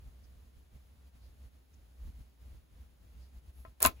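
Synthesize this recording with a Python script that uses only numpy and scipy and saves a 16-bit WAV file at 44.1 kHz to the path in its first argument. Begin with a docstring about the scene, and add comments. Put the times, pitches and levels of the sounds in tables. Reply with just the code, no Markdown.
"""Opening a metal bag clasp

A small clasp is pressed open between the fingers, close by in a quiet room. The catch scrapes, slips,
snaps against its stop and rebounds: each impact gives a bright tick and excites the damped modes of the
metal and the lock body. The bag recoils with a soft thump. Behind it lie a low wavering hum,
a faint hiss, light rubs of the fingers and a deep rumble of handling."""
import sys
import numpy as np
from scipy import signal
from scipy.fft import rfft, irfft, next_fast_len
from scipy.io import wavfile
from scipy.ndimage import uniform_filter1d

SR = 44100
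rng = np.random.default_rng(int(sys.argv[2]) if len(sys.argv) > 2 else 0)


def bounce(signal):
    """Save signal as a 16-bit WAV file at the path given by the first command-line argument."""
    frames = np.transpose(np.atleast_2d(signal))
    limited = np.clip(frames, -1, 1)
    pcm = np.round(limited * 32767).astype(np.int16)
    wavfile.write(sys.argv[1], SR, pcm)


N = 176400
TIME = np.arange(N) / SR
AGE = np.arange(SR // 4) / SR  # seconds since a blow
BODY_PAN_DB = 2.5

# Impacts of the catch. Each row: start in seconds, tick level in dB, tick T60 in seconds,
# tick tilt in dB per octave, metal ring level in dB, body knock level in dB. Levels are relative.
IMPACTS = [(3.8031, -36.5, 0.022, 7, -57, -46.5), (3.8127, -50, .015, 3, -61, -45.5),
           (3.8206, -26.5, 0.034, 4, -49, -38.5), (3.8277, -4, 0.0039, -0.5, -33, -28.5),
           (3.8403, -19, 0.005, -4, -34.5, -38.5), (3.8443, -23.5, 0.013, -11.5, -38, -39),
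           (3.8497, -10, 0.0041, -11, -45.5, -18), (3.8607, -11, 0.0035, -4, -21, -26.5),
           (3.87, -19, 0.0074, -1.5, -34, -30)]
# Modes of the lock body. Each row: frequency in Hz, relative level in dB, T60 in seconds.
BODY_MODES = [(500, -18, 0.027), (657, -3.5, 0.091), (665, -5.5, 0.031), (867, -18.5, 0.13),
              (1047, -3.5, 0.14), (1221, -12.5, 0.11), (1310, -12.5, 0.19), (1577, -18, 0.03),
              (2220, -12, 0.076), (2500, -14, 0.1), (2706, -19, 0.042), (3340, -16, 0.036),
              (3800, -26, 0.044), (4320, -23, 0.044)]
# Wavering of the hum and hiss. Each row: time in seconds, relative level in dB.
WAVER = [(0.0, -55.5), (0.08, -49), (0.1, -56), (0.48, -57), (0.52, -65.5), (0.57, -55), (0.701, -67),
         (0.761, -49), (0.8, -60), (1.04, -60), (1.08, -52.5), (1.111, -71), (1.162, -50.5), (1.2, -61),
         (1.251, -52), (1.35, -61.5), (1.462, -48), (1.5, -68), (1.55, -58.5), (1.68, -68.5), (1.73, -59),
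         (1.95, -60), (2.079, -41.5), (2.12, -56), (2.212, -47.5), (2.24, -57.5), (2.3, -62.5),
         (2.38, -67.5), (2.422, -51.5), (2.57, -51.5), (2.6, -61), (2.68, -69.5), (2.73, -59), (2.82, -51),
         (2.88, -62), (2.99, -65), (3.04, -56.5), (3.09, -58.5), (3.21, -50), (3.311, -61.5), (3.38, -46.5),
         (3.41, -66), (3.499, -49.5), (3.52, -66), (3.6, -48), (3.64, -57.5), (3.69, -51.5), (3.761, -71),
         (3.88, -36), (3.93, -60), (3.97, -49.5), (4.0, -57.5)]


def amp(db):
    """Amplitude ratio of a level in decibels."""
    return 10 ** (np.asarray(db) / 20)


def along(points, hz):
    """Interpolation of (Hz, value) points on a logarithmic frequency axis."""
    freqs, values = np.transpose(points)
    return np.interp(np.log(hz + 1), np.log(freqs + 1), values)


def noise(spectrum, size, tilt_db=0):
    """Random-phase noise of rms 1, its spectrum tilted by tilt_db per octave above 5 kHz."""
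    hz = np.fft.rfftfreq(size, 1 / SR)
    octaves = np.log2(np.maximum(hz, 5000) / 5000)
    magnitude = amp(along(spectrum, hz) + tilt_db * octaves)
    x = irfft(magnitude * np.exp(2j * np.pi * rng.random(len(hz))), size)
    return x / np.sqrt(np.mean(x ** 2) + 1e-20)


def decay(t60, rise_s=0.00017):
    """Exponential damping after a smooth rise: 60 dB is lost every t60 seconds."""
    return amp(-60 * AGE / t60) * (1 - np.exp(-AGE / rise_s))


def swell(peak_s, width_s):
    """A Gaussian envelope, width_s wide at 1/e of its peak."""
    return np.exp(-(2 * (TIME - peak_s) / width_s) ** 2)


def ring(modes):
    """Free vibration as a sum of damped modes, their levels a little different at every blow."""
    return sum(amp(db + 0.5 * rng.normal()) * decay(t60) * np.sin(2 * np.pi * hz * AGE)
               for hz, db, t60 in modes)


def add(track, start_s, sound):
    """Superposition of a sound on the track from start_s on."""
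    part = track[..., round(start_s * SR):][..., :sound.shape[-1]]
    part += sound[..., :part.shape[-1]]


def stereo(make, width=1):
    """Partial coherence from a shared and an opposed draw; width 1 leaves the channels uncorrelated."""
    mid, side = make(), width * make()
    return np.array([mid + side, mid - side]) / np.hypot(1, width)


def pan(x, left_db):
    """A level difference between channels: the left gains left_db and the right loses as much."""
    return x * amp([[left_db], [-left_db]])


def hum():
    """Amplitude modulation makes a narrow band of noise near 64 Hz waver."""
    # Each row: frequency in Hz, relative spectral density in dB.
    spectrum = [(12, -39.5), (25, -22.5), (42, -18), (54, -6.5), (64, 2), (76, -13.5), (113, -24),
                (170, -32), (240, -35), (330, -46), (1000, -68.5)]
    drone = stereo(lambda: noise(spectrum, N), width=0.14)
    power = np.abs(uniform_filter1d(np.mean(drone ** 2, axis=0), size=2600))
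    steady = drone / np.sqrt(power + 0.018)
    level_db = np.interp(TIME, *np.transpose(WAVER))
    return amp(level_db + 1.5) * steady


def hiss():
    """Faint broadband noise shares the hum's modulation at a smaller depth."""
    # Each row: frequency in Hz, relative spectral density in dB.
    spectrum = [(40, 2.5), (130, 17.5), (250, 16), (350, 10), (500, 9), (1000, 2.5), (2000, -0.5),
                (4000, -2.5), (6000, -7), (9000, -5), (15600, -5), (16200, -32.5)]
    level_db = np.interp(TIME, *np.transpose(WAVER))
    return amp(-68 + 0.36 * (level_db - level_db.mean())) * stereo(lambda: noise(spectrum, N), width=0.88)


def scrapes():
    """Friction gives brief, soft bands of noise as the grip shifts."""
    # Each row: peak time in seconds, width in seconds, level in dB, centre frequency in Hz.
    rubs = [(0.248, 0.027, -72.5, 5200), (1.246, .1, -75.5, 4540), (1.742, 0.015, -70.5, 6170),
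            (3.237, 0.081, -73, 4650), (3.6, 0.1, -69, 11200), (3.995, 0.064, -71.5, 2510)]
    shoulder = 2 ** 0.47  # frequency ratio from the centre to 14 dB down
    out = np.zeros((2, N))
    for peak_s, width_s, db, hz in rubs:
        band = [(hz / 4, -40), (hz / shoulder, -14), (hz, 0), (hz * shoulder, -14), (hz * 4, -40)]
        out += amp(db) * swell(peak_s, width_s) * stereo(lambda: noise(band, N))
    return out


def rumble():
    """Handling noise: the moving hands give soft swells of low-frequency vibration."""
    # Each row: frequency in Hz, relative spectral density in dB.
    spectrum = [(15, -37), (30, -7), (52, 6), (80, -14), (150, -42), (600, -71)]
    # Each row: peak time in seconds, width in seconds, level in dB.
    movements = [(2.057, 0.099, -43.5), (2.186, .11, -56)]
    envelope = sum(amp(db) * swell(peak_s, width_s) for peak_s, width_s, db in movements)
    return envelope * stereo(lambda: noise(spectrum, N), width=0.099)


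def finger_knocks():
    """Impulsive excitation through the fingers: a stiff push, a puff of noise and the lock's modes."""
    # Each row: start in seconds, relative level in dB, ring level in dB relative to that,
    # ring time as a share of the free ring time, ring tilt in dB per octave.
    knocks = [(3.6508, -49.5, 0.5, 0.59, 0.5), (3.8507, -18, -5.5, 1, -1.5)]
    # Each row: frequency in Hz, relative spectral density in dB.
    puff_spectrum = [(80, -20.5), (400, -22), (650, -3), (830, -3.5), (1200, 8.5), (1900, 1.5), (2500, -15),
                     (3200, -23.5), (8000, -38)]
    push_hz, push_db, push_t60 = 1270, 4.5, 0.0041
    out = np.zeros((2, N))
    for start_s, db, ring_db, share, tilt_db in knocks:
        puff = amp(-3.5) * stereo(lambda: noise(puff_spectrum, len(AGE))) * decay(t60=0.033)
        push = ring([(push_hz, push_db, push_t60)])
        held_modes = [(hz, level + tilt_db * np.log2(hz / push_hz), t60 * share)
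                      for hz, level, t60 in BODY_MODES]
        add(out, start_s, amp(db) * (push + puff + amp(ring_db) * ring(held_modes)))
    return out


def catch():
    """Hard impact of metal on metal gives a broadband tick and excites the catch's high modes."""
    # Each row: frequency in Hz, relative spectral density in dB.
    tick_spectrum = [(300, -15), (2000, -24), (5600, -10), (7000, -1), (8800, 4), (10200, 1.5),
                     (11000, -1.5), (12000, 4), (13000, -3), (13900, 1), (16400, -5.5)]
    # Each row: frequency in Hz, relative level in dB, T60 in seconds.
    metal_modes = [(7090, -24.5, .04), (7250, -10, 0.046), (7830, -12, 0.011), (9220, -13.5, 0.033),
                   (10230, -8, 0.025), (10130, 10.5, 0.0066), (11520, -8, 0.022), (12030, 11.5, 0.0072),
                   (11600, -10.5, .028), (13950, -5.5, .012), (15580, -19.5, .03)]
    out = np.zeros((2, N))
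    for start_s, tick_db, t60, tilt_db, ring_db, _ in IMPACTS:
        tick = stereo(lambda: noise(tick_spectrum, len(AGE), tilt_db)) * decay(t60)
        add(out, start_s, amp(tick_db) * tick + amp(ring_db) * ring(metal_modes))
    return out


def lock_body():
    """Mechanical coupling passes each impact to the lock: a dry crack and its lower modes."""
    # Each row: frequency in Hz, relative spectral density in dB.
    crack_spectrum = [(100, -26), (300, -6), (450, -16.5), (650, -25), (830, -12), (1200, 1), (1700, -2.5),
                      (2100, 0), (2600, 4.5), (3200, -3.5), (4300, -0.5), (5500, -12.5), (9000, -18),
                      (16000, -56)]
    out = np.zeros((2, N))
    for start_s, *_, knock_db in IMPACTS:
        crack = amp(-3) * stereo(lambda: noise(crack_spectrum, len(AGE))) * decay(t60=0.037)
        add(out, start_s, amp(knock_db) * (crack + amp(-6.5) * ring(BODY_MODES)))
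    return out


def slide():
    """Sliding friction of the catch on the lock grows louder as pressure builds, until the snap."""
    # Each row: frequency in Hz, relative spectral density in dB.
    spectrum = [(200, -6.5), (700, 7), (1500, 3.5), (3000, -10), (5000, -6.5), (9000, -11.5),
                (16000, -17.5)]
    start_s, snap_s, growth_db_per_s = 3.804, 3.85, 339
    sliding = (TIME > start_s) & (TIME < snap_s)
    envelope = amp(-34 + growth_db_per_s * np.minimum(TIME - snap_s, 0)) * sliding
    return envelope * stereo(lambda: noise(spectrum, N))


def bag():
    """Damped low oscillations with a soft flap: the bag's wall flexes, then the whole bag recoils."""
    # Each row: start in seconds, frequency in Hz, relative level in dB, T60 and rise time in seconds.
    thumps = [(3.8522, 232.4, -31.5, .05, 0.00064), (3.861, 67.8, -12, 0.085, 0.027)]
    # Each row: frequency in Hz, relative spectral density in dB.
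    flap_spectrum = [(30, -9), (80, -3), (130, -4), (170, -16), (240, -4), (330, -8), (450, -12.5),
                     (900, -28.5)]
    out = np.zeros(N)
    for start_s, hz, db, t60, rise_s in thumps:
        add(out, start_s, amp(db) * decay(t60, rise_s) * np.sin(2 * np.pi * hz * AGE))
    flap = amp(-33) * decay(t60=0.16) * noise(flap_spectrum, len(AGE))
    add(out, start_s=3.852, sound=flap)
    return pan(out, BODY_PAN_DB)


def gripped(x):
    """Damping by the fingers: they close on the clasp and choke its ring."""
    grip_s, loss_db_per_s = 3.876, 800
    return x * amp(-loss_db_per_s * np.maximum(TIME - grip_s, 0))


def room_tail():
    """Diffuse reverberation: noise of energy 1 in which each band decays at its own rate."""
    # Each row: frequency in Hz, T60 in seconds.
    reverb_times = [(100, 0.2), (1000, 0.11), (4000, 0.11), (10000, 0.064), (16000, 0.11)]
    hz, t, bands = signal.stft(rng.standard_normal(len(AGE)), SR, nperseg=256)
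    absorption = amp(-60 * t / along(reverb_times, hz)[:, None])
    tail = signal.istft(bands * absorption, SR, nperseg=256)[1]
    return tail / np.linalg.norm(tail)


def in_room(x, left_db, room_db):
    """Direct sound, arriving slightly later on the left, plus the reverberant field."""
    left_lag = round(0.00016 * SR)
    reverb = signal.fftconvolve(x, stereo(room_tail, width=0.87), axes=1)[:, :N]
    direct = np.array([np.pad(x[0], (left_lag, 0))[:N], x[1]])
    return pan(direct, left_db) + amp(room_db) * reverb


def scene():
    """Superposition of the clasp, the bag, the hands and the quiet background."""
    metal = in_room(gripped(catch()), left_db=0, room_db=-9.5)
    lock = in_room(gripped(lock_body() + finger_knocks() + slide()), left_db=BODY_PAN_DB, room_db=-6.5)
    return metal + lock + scrapes() + bag() + rumble() + hum() + hiss()


def record(dry):
    """A crossover feeds both channels the right's treble, the left slightly late; a low-pass follows."""
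    crossover_hz, transition_hz, left_lag_s, cutoff_hz = 6250, 1500, 0.000212, 16550
    size = next_fast_len(N + SR // 2)
    offset_hz = np.fft.rfftfreq(size, 1 / SR) - crossover_hz
    left, right = rfft(dry, size)
    blend = np.pi / 2 * np.clip(offset_hz / transition_hz + 0.4, 0, 1)
    delayed_right = right * np.exp(-2j * np.pi * left_lag_s * offset_hz)
    left = np.cos(blend) * left + np.sin(blend) * delayed_right
    channels = irfft(np.array([left, right]), size)[:, :N]
    low_pass = signal.firwin(161, cutoff_hz, fs=SR)
    return signal.fftconvolve(channels, low_pass[None], mode="same", axes=1)


dry = scene()
out = record(dry)
bounce(out)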